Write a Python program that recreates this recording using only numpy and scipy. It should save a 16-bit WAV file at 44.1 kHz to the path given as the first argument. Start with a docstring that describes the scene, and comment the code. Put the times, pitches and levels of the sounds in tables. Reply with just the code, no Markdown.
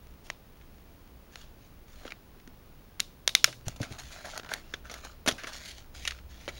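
"""A model car in a stiff plastic blister pack is worked free by hand, close to a camera in a small room.
At first come a few light crackles, brushes of the fingers and, from 2 s, soft bumps on the table.
From 3 to 3.5 s the shell buckles in its hardest snaps; then crackles and finger strokes crowd together to the end.
Snaps are pushes through ringing modes, bumps are low sagging cycles, and fingers are filtered tiny slips.
Faint ticks, room noise, the table's low rumble and the thin whine of the camera's electronics run throughout."""
import sys
import numpy as np
from scipy import signal
from scipy.fft import rfft, irfft, next_fast_len
from scipy.io import wavfile
from scipy.ndimage import uniform_filter1d, map_coordinates

SR = 44100
rng = np.random.default_rng(int(sys.argv[2]) if len(sys.argv) > 2 else 0)


def master_out(mix):
    """Clip the mix to full scale and print it as 16-bit PCM to the path in sys.argv[1]."""
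    frames = np.transpose(np.atleast_2d(mix))
    ceiling = np.clip(frames, -1, 1)
    pcm = np.round(ceiling * 32767).astype(np.int16)
    wavfile.write(sys.argv[1], SR, pcm)


N = 290619
TIME = np.arange(N) / SR


def amp(db):
    """Turn decibels into a gain."""
    return 10 ** (np.asarray(db) / 20)


def unit(x):
    """Scale to rms 1."""
    return x / np.sqrt(np.mean(x ** 2) + 1e-20)


def at_level(sound, db):
    """Scale a short sound to a level, as rms over 10 ms."""
    return amp(db) * np.sqrt(.01 * SR) * sound / np.linalg.norm(sound)


def fade(t, t60):
    """Die away exponentially, 60 dB down after t60 seconds."""
    return np.exp(-np.log(1000) * t / np.maximum(t60, 1e-3))


def along(points, hz):
    """Read (frequency, value) points on a log frequency axis."""
    f, v = np.transpose(points)
    return np.interp(np.log(hz + 1), np.log(f + 1), v)


def wobble(rate):
    """Draw a smooth random curve with rate knots a second."""
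    return map_coordinates(rng.standard_normal(int(N * rate / SR) + 4), [TIME * rate])


def filtered(x, response):
    """Pass x through a filter given as a function of frequency."""
    size = next_fast_len(N + SR // 2)
    return irfft(rfft(x, size) * response(np.fft.rfftfreq(size, 1 / SR)), size)[:N]


def causal(gain):
    """Find the minimum-phase response with this gain: nothing sounds before the blow."""
    cepstrum = irfft(np.log(np.maximum(gain, 1e-6)))
    half = len(cepstrum) // 2
    cepstrum[1:half] *= 2
    cepstrum[half + 1:] = 0
    return np.exp(rfft(cepstrum))


def resonance(hz, centre, width):
    """One damped mode, gain 1 at its centre."""
    return 1j * hz * width / (centre ** 2 - hz ** 2 + 1j * hz * width)


def add(track, s, sound):
    """Mix a sound into the track at time s."""
    start = round(s * SR)
    track[start:start + len(sound)] += sound[:N - start]


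# Buckles of the shell, levels before the scene's trim of the direct sound:
# (time [s], level as rms over 10 ms [dB], brightness [dB per octave], body [dB], dent pitch [Hz],
#  t60 of the flutter [s])
BUCKLES = [(0.3013, -32, -6.5, 2, 3500, .013), (0.613, -59, -11, -14, 2200, .03),
           (1.3572, -42.5, -5, 1, 2840, 0.013), (2.0518, -41, -9, 7, 590, 0.03),
           (2.066, -48.5, -6.5, -6, 1580, .04), (2.0784, -43.5, -10, -12, 2960, 0.017),
           (2.1052, -44.5, -7.5, -8, 2250, .065), (2.1213, -38, -9, -4.5, 2300, 0.015),
           (2.399, -58.5, -8, -9, 2200, 0.021), (2.4758, -52.5, -5.5, -6, 1720, 0.015),
           (2.9969, -36.5, -6, -1, 2880, 0.05), (3.0024, -23, -1, 1, 3700, 0.011),
           (3.277, -18.5, -1, 6, 4000, 0.013), (3.292, -32, -3, 5, 3800, 0.019),
           (3.3512, -12.5, -4, -6.5, 3650, 0.013), (3.4433, -11.5, -2.5, -7, 1510, 0.013),
           (3.476, -37.5, -12.5, -7.5, 590, 0.098), (3.5274, -44.5, -7.5, -20, 1900, .044),
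           (3.6824, -32.5, -0.5, 19.5, 7450, 0.019), (3.7613, -47.5, -1, 16.5, 780, 0.062),
           (3.8022, -38, -19, 10, 670, 0.048), (3.8166, -40.5, -1, 15, 5040, 0.025),
           (3.83, -34.5, -3.5, 15.5, 1600, 0.067), (4.2515, -44.5, -1, 19, 1500, .09),
           (4.3774, -35, 0.5, 12, 740, 0.013), (4.397, -40, -6, 7.5, 1690, 0.023),
           (4.433, -47.5, -6, 10, 1540, .03), (4.447, -46.5, -7, 8, 1700, 0.026),
           (4.4618, -51, -7, -3, 1450, 0.04), (4.4904, -41, -7, -1, 1580, .073),
           (4.517, -38.5, -9, 2, 1560, 0.31), (4.5378, -30, -1.5, 8.5, 1550, 0.013),
           (4.7385, -31.5, -10, -8, 3420, 0.034), (4.8979, -41, -8.5, -1.5, 1330, .039),
           (4.9136, -40.5, -1, 25, 5800, 0.049), (4.9406, -40.5, -0.5, 10, 1750, 0.02),
           (5.049, -42.5, -2, 19, 880, 0.038), (5.2623, -31, -3, 13, 1530, .045),
           (5.2761, -23.5, -5, 5.5, 1760, .026), (5.2801, -24.5, -1.5, 6.5, 1740, 0.035),
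           (5.2835, -26.5, -2, 9, 2400, .022), (5.2873, -21, -2.5, 16, 3380, 0.035),
           (5.294, -33, -8.5, 0, 3370, 0.086), (5.2997, -40.5, -3, 5, 3340, 0.049),
           (5.312, -34, -4, 4, 3150, 0.038), (5.3235, -41.5, -1.5, 13, 5700, 0.015),
           (5.381, -37.5, -6.5, -13, 1600, 0.31), (5.4355, -40.5, -3.5, 13, 1650, 0.029),
           (5.4427, -37, -9.5, -5.5, 2370, 0.033), (5.4707, -36, -3.5, 6.5, 1600, 0.1),
           (6.0521, -33.5, -6, -7, 2750, .025), (6.0764, -25.5, -4, -9.5, 2900, 0.032),
           (6.081, -45.5, -7.5, -7, 2880, 0.034), (6.1088, -36.5, -7.5, -31, 4340, 0.018),
           (6.12, -42.5, -7, -8, 2780, 0.024), (6.1876, -52.5, -7.5, -17, 2880, .03),
           (6.479, -33, -7.5, 11.5, 3030, 0.031), (6.4869, -35.5, -5, 8, 2300, 0.069)]
# How the wall radiates a buckle: (frequency [Hz], gain [dB])
WALL_RADIATION = [(250, 1.5), (500, -2), (950, -7.5), (1400, -5), (2000, -4.5), (4000, 1.5), (5500, 2),
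                  (8500, -2.5), (11200, 1.5), (14500, -8.5)]
BODY_HZ = 1080  # below this the pack sounds as a whole, if the buckle shakes it
DENT_GAIN, DENT_Q = 1.42, 7.4  # ring of the dented panel: gain for an average snap, sharpness
DENT_GROWS = 0.16  # extra dB of ring per dB of a snap above the average


def snaps(flutter=0.78, crack=0.41, size=4096):
    """Each buckle is a sharp push and a flutter of the wall; returns the sound to the camera and into the room."""
    near, around = np.zeros(N), np.zeros(N)
    t, hz = np.arange(size) / SR, np.fft.rfftfreq(size, 1 / SR)
    bare_crack = resonance(hz, 3800, 5000)  # before any mode rings
    octaves = np.log2(np.clip(hz, 500, 12000) / 2000)
    bass = 1 / (1 + (hz / BODY_HZ) ** 6)
    radiation = amp(along(WALL_RADIATION, hz))
    average_db = np.mean(BUCKLES, axis=0)[1]
    for s, db, brightness, body_db, dent_hz, t60 in BUCKLES:
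        wall = rng.standard_normal(size) * fade(t, t60)
        # slow buckles are mostly flutter
        push = flutter * (t60 / 0.0086) * wall / np.linalg.norm(wall)
        push[0] += 1
        # a crisp buckle is bright, one cushioned by a finger dull
        touch = amp(brightness * octaves + body_db * bass)
        modes = np.hypot(shell(hz, bend=.015, scatter_db=1.5), crack * np.abs(bare_crack))
        # the dented panel rings at its own pitch
        ring = DENT_GAIN * amp(DENT_GROWS * (db - average_db))
        panel = 1 + ring * resonance(hz, dent_hz, dent_hz / DENT_Q)
        direct = irfft(rfft(push) * causal(modes * touch * radiation) * panel)
        add(near, s, at_level(direct, db))
        # over all directions the modes average out
        spread = irfft(causal(touch * np.sqrt(np.abs(panel))) * bare_crack)
        add(around, s, at_level(spread, db))
    return near, around


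# Resonances of the shell before random shifts: (centre [Hz], width [Hz], level [dB])
SHELL_MODES = [(660, 120, -13), (1340, 116, -0.5), (1578, 650, -1.5), (2080, 420, 0.5), (2850, 550, -6),
               (3460, 990, -4.5), (4340, 550, -6.5), (5215, 380, -19), (5880, 520, -2), (6760, 510, 1),
               (9080, 350, -2), (10080, 670, -12), (12200, 310, -10), (13200, 2500, -17.5)]


def shell(hz, bend, scatter_db):
    """Gain of the shell; bending shifts its modes and the spot struck sets their strengths."""
    power = 0
    draws = rng.standard_normal((len(SHELL_MODES), 2))
    for (centre, width, db), (shift, spot) in zip(SHELL_MODES, draws):
        mode = amp(db + scatter_db * spot) * resonance(hz, centre * (1 + bend * shift), width)
        power = power + np.abs(mode) ** 2
    return np.sqrt(power)


# Dull bumps of the pack: (time [s], level of the tone before its fades [dB], settled pitch [Hz], t60 [s])
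BUMP_LIST = [(2.054, -39.5, 236.5, 0.076), (2.475, -45, 244, 0.092), (3.446, -48, 124.6, 1),
             (3.669, -26, 112, .1), (3.8058, -21, 108, 0.062), (3.908, -32.5, 113, 0.12),
             (5.277, -16.5, 184, 0.023), (5.32, -37.5, 134, 0.093)]


def bumps(attack=0.0013, rough=0.44, sag=1.0):
    """The pack and the hand land softly: a few low cycles whose pitch sags as the contact relaxes."""
    track, t = np.zeros(N), np.arange(SR // 2) / SR
    for s, db, hz, t60 in BUMP_LIST:
        noise = rng.standard_normal(len(t))
        thud = unit(uniform_filter1d(uniform_filter1d(noise, size=70), size=50))
        sagging_hz = hz * (1 + sag * fade(t, 0.013))
        phase = 2 * np.pi * np.cumsum(sagging_hz) / SR
        envelope = fade(t, t60) * (1 - np.exp(-t / attack))
        add(track, s, amp(db) * (rough * thud - np.sin(phase)) * envelope)
    return track


# Strokes of the fingers, levels before the trims and wobble below:
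# (start [s], length [s], level on the card [dB], level on the plastic [dB], swell from start to end [dB])
FINGER_STROKES = [(0.239, 0.057, -60.5, -56, -13), (1.307, .11, -64.5, -58, 6),
                  (1.57, 0.093, -80, -68.5, 3), (1.863, 0.22, -63, -60, 9.5), (3.652, 0.065, -58, -53, -10),
                  (3.787, 0.061, -55, -51.5, 6.5), (3.892, 0.034, -55, -51, 10.5),
                  (3.981, 0.022, -48, -38, -15.5), (4.013, 0.089, -68, -52.5, 1),
                  (4.099, 0.12, -52.5, -49.5, -4), (4.237, 0.13, -44, -48, -4.5),
                  (4.433, 0.059, -55, -60.5, 6), (4.499, 0.044, -43, -43, -3.5),
                  (4.576, 0.17, -65.5, -63.5, 10), (4.839, 0.068, -53, -58.5, -10),
                  (4.892, 0.091, -56, -51.5, 2.5), (5.018, 0.052, -54, -50, -1),
                  (5.101, 0.043, -63.5, -60.5, -10), (5.307, .09, -59, -58, -4),
                  (5.406, .085, -54.5, -55, 16), (5.513, 0.18, -56.5, -49, -13.5),
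                  (5.639, 0.054, -64, -43.5, 2), (5.733, 0.048, -69.5, -60, 17),
                  (5.937, 0.012, -50.5, -46, -0.5), (5.963, 0.074, -65.5, -50.5, 2),
                  (6.035, 0.051, -53.5, -45, 3), (6.13, 0.055, -64, -62, -3), (6.284, 0.091, -65.5, -57, 0),
                  (6.391, 0.066, -63, -53.5, -5), (6.502, 0.083, -62.5, -53.5, 8)]
# Tone of skin on card before the shell colours it, relative: (frequency [Hz], level [dB per Hz])
CARD_TONE = [(250, -10), (450, -4.5), (620, 9), (950, -1), (1550, 0), (2200, -13.5), (3000, -75),
             (6000, -58)]
# Tone of skin on plastic before the shell colours it, relative: (frequency [Hz], level [dB per Hz])
PLASTIC_TONE = [(900, -38), (1600, -5.5), (2300, -1.5), (2900, -2.5), (4200, -1.5), (6600, -4.5),
                (9300, -12), (12000, -16.5), (15000, -29)]


def fingers(card_db=-.5, plastic_db=-1.0):
    """Skin drags over the backing card (hollow, grainy) and the dome (hissing), with an unsteady grip."""
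    card_power, plastic_power = np.zeros(N), np.zeros(N)
    for s, length, on_card_db, on_plastic_db, swell_db in FINGER_STROKES:
        pressure = stroke(length, swell_db)
        add(card_power, s, (amp(on_card_db) * pressure) ** 2)
        add(plastic_power, s, (amp(on_plastic_db) * pressure) ** 2)
    scrape = friction(CARD_TONE, slips_per_s=350, smooth=.55, ring=.55, patchy_db=3)
    hiss = friction(PLASTIC_TONE, slips_per_s=650, smooth=1.1, ring=.4, patchy_db=2.8)
    card = np.sqrt(card_power) * amp(card_db + 2.4 * wobble(110)) * scrape
    plastic = np.sqrt(plastic_power) * amp(plastic_db + wobble(80)) * hiss
    return card + plastic


GRIP_S, LET_GO_T60_S = 0.019, 0.24  # time to take hold, and to die away once the finger stops


def stroke(length, swell_db):
    """A finger takes hold, slides with growing or easing pressure, and lets go."""
    t = np.arange(SR) / SR
    grip = np.minimum(t / GRIP_S, 1)
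    slide = amp(swell_db * (np.minimum(t / length, 1) - .5))
    return grip * slide * fade(np.maximum(t - length, 0), LET_GO_T60_S)


def friction(spectrum, slips_per_s, smooth, ring, patchy_db):
    """Tiny slips of uneven size on a smooth hiss; moving fingers damp and free the shell's resonances."""
    def colour(hz):
        return amp(along(spectrum, hz)) * (shell(hz, bend=.02, scatter_db=1) + .08) ** ring

    slips = (rng.random(N) < slips_per_s / SR) * rng.standard_normal(N)
    rubbing = filtered(unit(slips) + smooth * rng.standard_normal(N), colour)
    z = signal.stft(rubbing, nperseg=512)[2]
    # patches of frequency and time grow louder and softer at random
    field = uniform_filter1d(rng.standard_normal(z.shape), size=4, axis=0)
    field = uniform_filter1d(field, size=20, axis=1)
    return unit(signal.istft(z * amp(patchy_db * unit(field)), nperseg=512)[1][:N])


def ticks():
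    """The strained plastic gives a faint tick now and then while it is held, about 5 a second at random."""
    pops = (rng.random(N) < 5 / SR) * amp(-31 + 3 * rng.standard_normal(N))
    hz = np.fft.rfftfreq(4096, 1 / SR)
    tick = irfft(causal(shell(hz, bend=.03, scatter_db=2) / np.hypot(1, hz / 4000)))
    return signal.fftconvolve(pops, tick)[:N]


# How long the room rings: (frequency [Hz], t60 [s])
ROOM_DECAY = [(200, 0.93), (1500, 0.059), (4000, 0.29), (8000, 0.32), (15000, 0.12)]


def room(x, wet_db=-23.0, delay=0.0087):
    """The walls of a small furnished room answer faintly after a short gap: noise that fades by frequency."""
    hz, t, z = signal.stft(rng.standard_normal(SR // 2), SR, nperseg=256)
    tail = signal.istft(z * fade(t, along(ROOM_DECAY, hz)[:, None]), SR, nperseg=256)[1]
    tail = np.pad(tail / np.linalg.norm(tail), (int(delay * SR), 0))
    return amp(wet_db) * signal.fftconvolve(x, tail)[:N]


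# Tone of the room noise, relative: (frequency [Hz], level [dB])
AIR_TONE = [(12, -53), (20, 2.5), (38, -9), (199, -16.5), (674, -26.5), (733, -27), (2040, -34.5),
            (2480, -35), (8380, -44), (15000, -44)]
AIR_DB = -53  # rms level of the room noise


def room_noise():
    """Room noise and hiss: steady random noise, strongest in the deep bass."""
    noise = filtered(rng.standard_normal(N), lambda hz: amp(along(AIR_TONE, hz)))
    return amp(AIR_DB) * unit(noise)


# The table's low resonance, present from the start, dipping near 3.5 and 4.35 s and strongest near 6 s:
# (time [s], level [dB])
RUMBLE_LEVEL = [(0, -58), (3.5, -68.5), (3.75, -53), (4.1, -51.5), (4.35, -73), (4.75, -53.5), (5.8, -55),
                (6.05, -50), (6.59, -51)]


def table_rumble(rumble_hz=62.1):
    """The table rumbles under the arms: noise through one low resonance, with a changing level."""
    def table(hz):
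        return resonance(hz, rumble_hz, 6) / (1 + (hz / 150) ** 2)

    level_db = np.interp(TIME, *np.transpose(RUMBLE_LEVEL))
    return amp(level_db) * unit(filtered(rng.standard_normal(N), table))


# Tones of the whine: (field-rate steps below the line rate [count], rms level [dB])
WHINE_TONES = [(0, -70), (1, -74), (2, -75), (3, -82), (4, -80), (6, -85)]
LINE_HZ, FIELD_HZ = 15734.3, 59.94  # scan rates of the camera's electronics


def electronic_whine():
    """The camera's scanning circuit gives a comb of high tones, each wavering slightly in phase."""
    whine = np.zeros(N)
    for step, db in WHINE_TONES:
        phase = 2 * np.pi * ((LINE_HZ - step * FIELD_HZ) * TIME + rng.random())
        whine += np.sqrt(2) * amp(db) * np.sin(phase + .3 * wobble(10))
    return whine


def scene(snap_db=-1.04):
    """The pack and its echo in the room, over the background; snap_db trims the direct snaps."""
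    near, around = snaps()
    handling = bumps() + fingers() + ticks()
    background = room_noise() + table_rumble() + electronic_whine()
    return (amp(snap_db) * near + handling + room(around + handling) + background)[None]


TOP_HZ = 15950  # band limit


def record(dry, notch_hz=7890.0):
    """The microphone port weakens a band of treble; peaks past full scale clip; a steep filter limits the band."""
    def port(hz):
        return 1 - .66 * resonance(hz, notch_hz, 1200)

    clipped = np.clip(filtered(dry[0], port), -1, 1)
    return filtered(clipped, lambda hz: 1 / (1 + (hz / TOP_HZ) ** 300))[None]


dry = scene()
out = record(dry)
master_out(out)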